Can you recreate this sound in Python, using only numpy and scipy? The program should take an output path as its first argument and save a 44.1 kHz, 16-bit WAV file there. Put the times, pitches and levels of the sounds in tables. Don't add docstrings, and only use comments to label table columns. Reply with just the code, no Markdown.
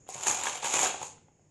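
import sys
import numpy as np
from scipy import signal
from scipy.io import wavfile
from scipy.ndimage import uniform_filter1d

SR = 44100
rng = np.random.default_rng(int(sys.argv[2]) if len(sys.argv) > 2 else 0)


def bounce(signal):
    frames = np.transpose(np.atleast_2d(signal))
    limited = np.clip(frames, -1, 1)
    pcm = np.round(limited * 32767).astype(np.int16)
    wavfile.write(sys.argv[1], SR, pcm)


def amplitude_ratio(level_db):
    exponent = np.asarray(level_db, float) / 20
    return 10 ** exponent


N = 66150
PORT_HZ = 6690


def evened(x):
    return x / np.sqrt(np.mean(x ** 2) + 1e-20)


def read(points, hz):
    f, value = np.transpose(points)
    return np.interp(np.log(hz + 1), np.log(f + 1), value)


def coloured(x, points):
    log_gain = np.log(amplitude_ratio(read(points, abs(np.fft.fftfreq(8192, 1 / SR)))))
    phase = -signal.hilbert(log_gain).imag
    taps = np.fft.ifft(np.exp(log_gain + 1j * phase)).real[:4096]
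    return signal.oaconvolve(x, taps)[:len(x)]


def resonate(x, hz, width_hz):
    turn = np.exp(2j * np.pi * np.cumsum(hz * np.ones(len(x))) / SR)
    r = np.exp(-np.pi * width_hz / SR)
    return 2 * (turn * signal.lfilter([1 - r], [1, -r], x / turn)).real


def add(mix, start_s, sound):
    part = mix[round(start_s * SR):][:len(sound)]
    part += sound[:len(part)]


def air():
    # pitch_hz, level_db
    noise_colour = [(40, 6.5), (150, 8), (500, 2.5), (1300, -13), (2500, -11), (4000, -23), (5400, -16.5),
                    (6000, -28.5)]
    # pitch_hz, level_db (rms)
    hum_partials = [(96.9, -73.5), (150.7, -73)]
    noise_db, fade_db_per_s, swell_db = -46, -2, 0.7
    hum_gain_db, waver_db = 15, 1.5
    port_db, port_fade_db_per_s, port_width_hz = -61.5, -8, 1000
    t = np.arange(N) / SR
    swell, waver = uniform_filter1d(rng.standard_normal((2, N)), 3000)
    hum = np.zeros(N)
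    for hz, db in hum_partials:
        level = amplitude_ratio(db + hum_gain_db + waver_db * evened(waver))
        hum += level * np.sqrt(2) * np.sin(2 * np.pi * hz * t)
    port = resonate(rng.standard_normal(N), PORT_HZ, port_width_hz)
    port = evened(resonate(port, PORT_HZ, port_width_hz))
    noise = evened(coloured(rng.standard_normal(N), noise_colour))
    noise *= amplitude_ratio(noise_db + fade_db_per_s * t + swell_db * evened(swell))
    return noise + hum + amplitude_ratio(port_db + port_fade_db_per_s * t) * port


def drag():
    # time_s, effort_db, wall_weight_db (extra weight on the jar wall)
    stroke = [(.06, -80, 22), (0.093, -40, -5.5), (.164, -40, 1.5), (0.26, -29.5, 2.5), (0.271, -19.5, -1),
              (0.408, -35.5, 2.5), (0.4334, -31, 9), (0.435, -27, 3.5), (0.546, -33, 3), (0.61, -44.5, 6),
              (0.646, -25.5, 3.5), (0.692, -29, 2.5), (0.838, -20.5, 2.5), (0.898, -32, 4.5), (1, -44, 4),
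              (1.03, -32.5, 4.5), (1.1, -47.5, -16.5), (1.2, -78, 3.5)]
    # pitch_hz, width_hz, level_db
    jar_modes = [(483, 160, -36), (770, 186, 2), (950, 342, -1.5), (1510, 393, -7), (2380, 355, -6),
                 (3280, 700, -4)]
    # pitch_hz, level_db
    grit_colour = [(60, -5.5), (150, -3.5), (400, 8.5), (1500, -1.5), (4000, 7), (8000, 0), (12000, -2)]
    slips_per_s, slip_spread_db, smear_db, judder_db = 2500, 2.5, -6, 2.5
    grit_db, jar_db, jar_wander, land_s = 9.5, 8.5, 0.06, 0.012
    t = np.arange(N) / SR
    s, effort_db, weight_db = np.transpose(stroke)
    draw, size = rng.random(N), rng.exponential(1, N)
    sign, hiss = rng.standard_normal(N), rng.standard_normal(N)
    slips = (draw < slips_per_s / SR) * amplitude_ratio(slip_spread_db * np.minimum(size, 3.5)) * np.sign(sign)
    judder = amplitude_ratio(judder_db * evened(uniform_filter1d(uniform_filter1d(hiss, 200), 200)))
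    rub = evened(judder * (evened(slips) + amplitude_ratio(smear_db) * hiss))
    wander = 1 + jar_wander * evened(uniform_filter1d(uniform_filter1d(sign, 1500), 1500))
    jar = np.zeros(N)
    for k, (hz, width_hz, db) in enumerate(jar_modes):
        jar += (-1) ** k * amplitude_ratio(db) * resonate(rub, hz * wander, width_hz)
    jar = amplitude_ratio(jar_db + np.interp(t, s, weight_db)) * evened(jar)
    grit = amplitude_ratio(grit_db) * evened(coloured(rub, grit_colour))
    touch = np.clip((t - s[0]) / land_s, 0, 1) * np.clip((s[-1] - t) / land_s, 0, 1)
    return touch * amplitude_ratio(np.interp(t, s, effort_db)) * (grit + jar)


def knocks():
    # start_s, peak_db, pitch_hz, hardness_db
    bowl_hits = [(.0655, -51, 685, -5), (0.0892, -27, 770, -15.5), (.155, -32.5, 700, -15),
                 (.268, -27.5, 882, 6.5), (0.291, -48, 840, -16), (.307, -24, 820, 2),
                 (.325, -35.5, 810, -12), (.391, -31, 846, -3.5), (.4685, -23, 797, 5),
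                 (0.629, -25.5, 820, -13.5), (.646, -23, 838, -3), (0.79, -18, 950, -3.5),
                 (.822, -24.5, 886, -14.5), (.832, -19, 775, -22), (.859, -22.5, 896, 4),
                 (.867, -24.5, 730, -11), (.943, -25, 731, -8), (1.015, -25.5, 863, -25),
                 (1.03, -26.5, 873, -26), (1.179, -60, 776, 7), (1.283, -49, 828, -10),
                 (1.394, -55, 700, -12)]
    knock_db, t60_s, rise_s = 17.5, 0.024, 0.0015
    out, t = np.zeros(N), np.arange(2000) / SR
    fall_db = -60 * t / t60_s
    rise = np.sin(np.pi / 2 * np.minimum(t / rise_s, 1)) ** 2
    detunings = rng.uniform(0.93, 1.2, (len(bowl_hits), 4))
    for (s, db, hz, hard_db), detune in zip(bowl_hits, detunings):
        ring = np.sin(2 * np.pi * hz * t)
        ring += amplitude_ratio(-11.5) * np.sin(2 * np.pi * hz * 1.2 * detune[3] * t)
        ring -= amplitude_ratio(-10.5) * np.sin(2 * np.pi * hz * 0.567 * t)
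        hard = np.zeros(len(t))
        for ratio, u in zip((1.8, 2.6, 3.7), detune):
            hard += amplitude_ratio(-3.5 * ratio) * np.sin(2 * np.pi * hz * ratio * u * t)
        hard *= amplitude_ratio(hard_db + 8 + 1.57 * fall_db)
        add(out, s, amplitude_ratio(db + knock_db) * rise * (amplitude_ratio(fall_db) * ring + hard))
    return out


def ticks():
    # start_s, peak_db, pitch_hz, ring_ms, chatter_db
    edge_hits = [(.0665, -51, 6900, 1.6, 0), (.0888, -37, 7080, 2.4, 18), (.1243, -33, 6700, 2.0, -4),
                 (.187, -33, 6980, 1.5, 0), (.2698, -12.5, 6700, 1.5, 9), (.2765, -20, 7330, 1.3, 2),
                 (.2817, -6, 6720, 1.5, -4), (.2905, -21, 7000, 1.4, 6), (.312, -7, 6600, 1.2, 4),
                 (.4357, -24, 7000, 2.2, 19), (.4445, -23, 6800, 1.1, 14), (.6445, -22, 6900, 2.1, 9),
                 (.701, -23, 6950, 1.1, 0), (.72, -23, 6800, 1.1, 0), (.758, -21, 6900, 1.7, 3),
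                 (.783, -21, 6900, 2.1, 0), (.7915, -13, 7300, 2.2, 5), (.8125, -12.5, 6400, 1.2, 11),
                 (.8165, -17, 7500, 1.3, 6), (.8315, -7.5, 6900, 1.2, 2), (.8405, -18, 6500, 1.4, 4),
                 (.859, -18, 6900, 1.2, 8), (.8675, -15, 7000, 1.1, 4), (1.0285, -29, 6760, 2.4, 9)]
    tick_db, rise_s, crack_gap_hz = 0.5, 0.00079, 3000
    out, t = np.zeros(N), np.arange(600) / SR
    noises = rng.standard_normal((len(edge_hits), 600))
    for (s, db, hz, ms, chatter_db), noise in zip(edge_hits, noises):
        shape = np.minimum(t / rise_s, 1) * np.exp(-(t * 1000 / max(ms, 0.3)) ** 2)
        ring = np.sin(2 * np.pi * hz * t)
        crack = noise - resonate(noise, PORT_HZ, crack_gap_hz)
        add(out, s, amplitude_ratio(db + tick_db) * shape * (ring + amplitude_ratio(chatter_db) * crack))
    return out


def thuds():
    # start_s, peak_db, pitch_hz
    rocks = [(0.099, -76.5, 141), (0.149, -41, 140), (0.279, -35.5, 195), (0.299, -40, 98),
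             (0.42, -51, 211), (0.637, -44, 148), (0.757, -36, 142), (0.791, -42, 145), (0.851, -39, 86.1),
             (0.931, -52, 85), (1.012, -41.5, 140), (1.107, -58.5, 152), (1.169, -48, 151)]
    thud_db, t60_s, rise_s = 10.5, 0.12, 0.0027
    out, t = np.zeros(N), np.arange(9000) / SR
    for s, db, hz in rocks:
        shape = amplitude_ratio(db + thud_db - 60 * t / t60_s) * np.minimum(t / rise_s, 1)
        add(out, s, shape * np.sin(2 * np.pi * hz * t))
    return out


def room(x):
    # pitch_hz, t60_s
    decay_times = [(100, 1), (800, 0.38), (3000, 0.46), (7000, 0.36), (12000, 0.23)]
    taps, starts = np.zeros(SR), np.arange(130, SR - 20, 20)
    taps[starts + rng.integers(0, 20, len(starts))] = rng.choice([-1., 1.], len(starts))
    hz, t, z = signal.stft(taps, SR, nperseg=256)
    decay = amplitude_ratio(-60 * t / read(decay_times, hz)[:, None])
    tail = signal.istft(z * decay, SR, nperseg=256)[1]
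    return signal.fftconvolve(x, tail / np.linalg.norm(tail))[:N]


def scene():
    spoon = drag() + ticks() + knocks() + thuds()
    room_db = -7
    return (spoon + amplitude_ratio(room_db) * room(spoon) + air())[None]


def gate(x):
    from_hz, gate_db, spread_db, peak_db = 10000, -54.5, 4, 5
    follow, tilt_db_per_octave = 0.66, 3.5
    hz, t, z = signal.stft(x, SR, nperseg=2048)
    band, starts = np.arange(len(hz)) // 12, np.arange(0, len(hz), 12)
    bin_power = abs(z) ** 2
    band_power = np.add.reduceat(bin_power, starts, axis=0) / 12
    frame_db = 10 * np.log10(bin_power.sum(0) + 1e-12)
    tilt_db = tilt_db_per_octave * np.log2(hz[starts, None] / from_hz + 1e-3)
    spread = spread_db * rng.standard_normal(band_power.shape)
    limit = amplitude_ratio(gate_db + tilt_db + follow * frame_db + spread) ** 2
    loud_band = (band_power > limit)[band]
    tall_bin = bin_power > limit[band] * amplitude_ratio(peak_db)
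    keep = loud_band | tall_bin | (hz < from_hz)[:, None]
    return signal.istft(z * keep, SR, nperseg=2048)[1][:N]


def roll_off(x):
    return signal.sosfilt(signal.butter(12, 13000, fs=SR, output="sos"), x)


def record(dry):
    # pitch_hz, level_db
    mic_response = [(40, -23.5), (90, -17), (4900, -20.5), (5900, -13), (6600, -2), (7300, -2),
                    (8300, -13.5), (12000, -20)]
    edge_hz = 11950
    edge = signal.firwin(511, edge_hz, window=("kaiser", 9), fs=SR)
    heard = signal.oaconvolve(coloured(dry[0], mic_response), edge, "same")
    mix = gate(heard)[None]
    return roll_off(mix)


dry = scene()
out = record(dry)
bounce(out)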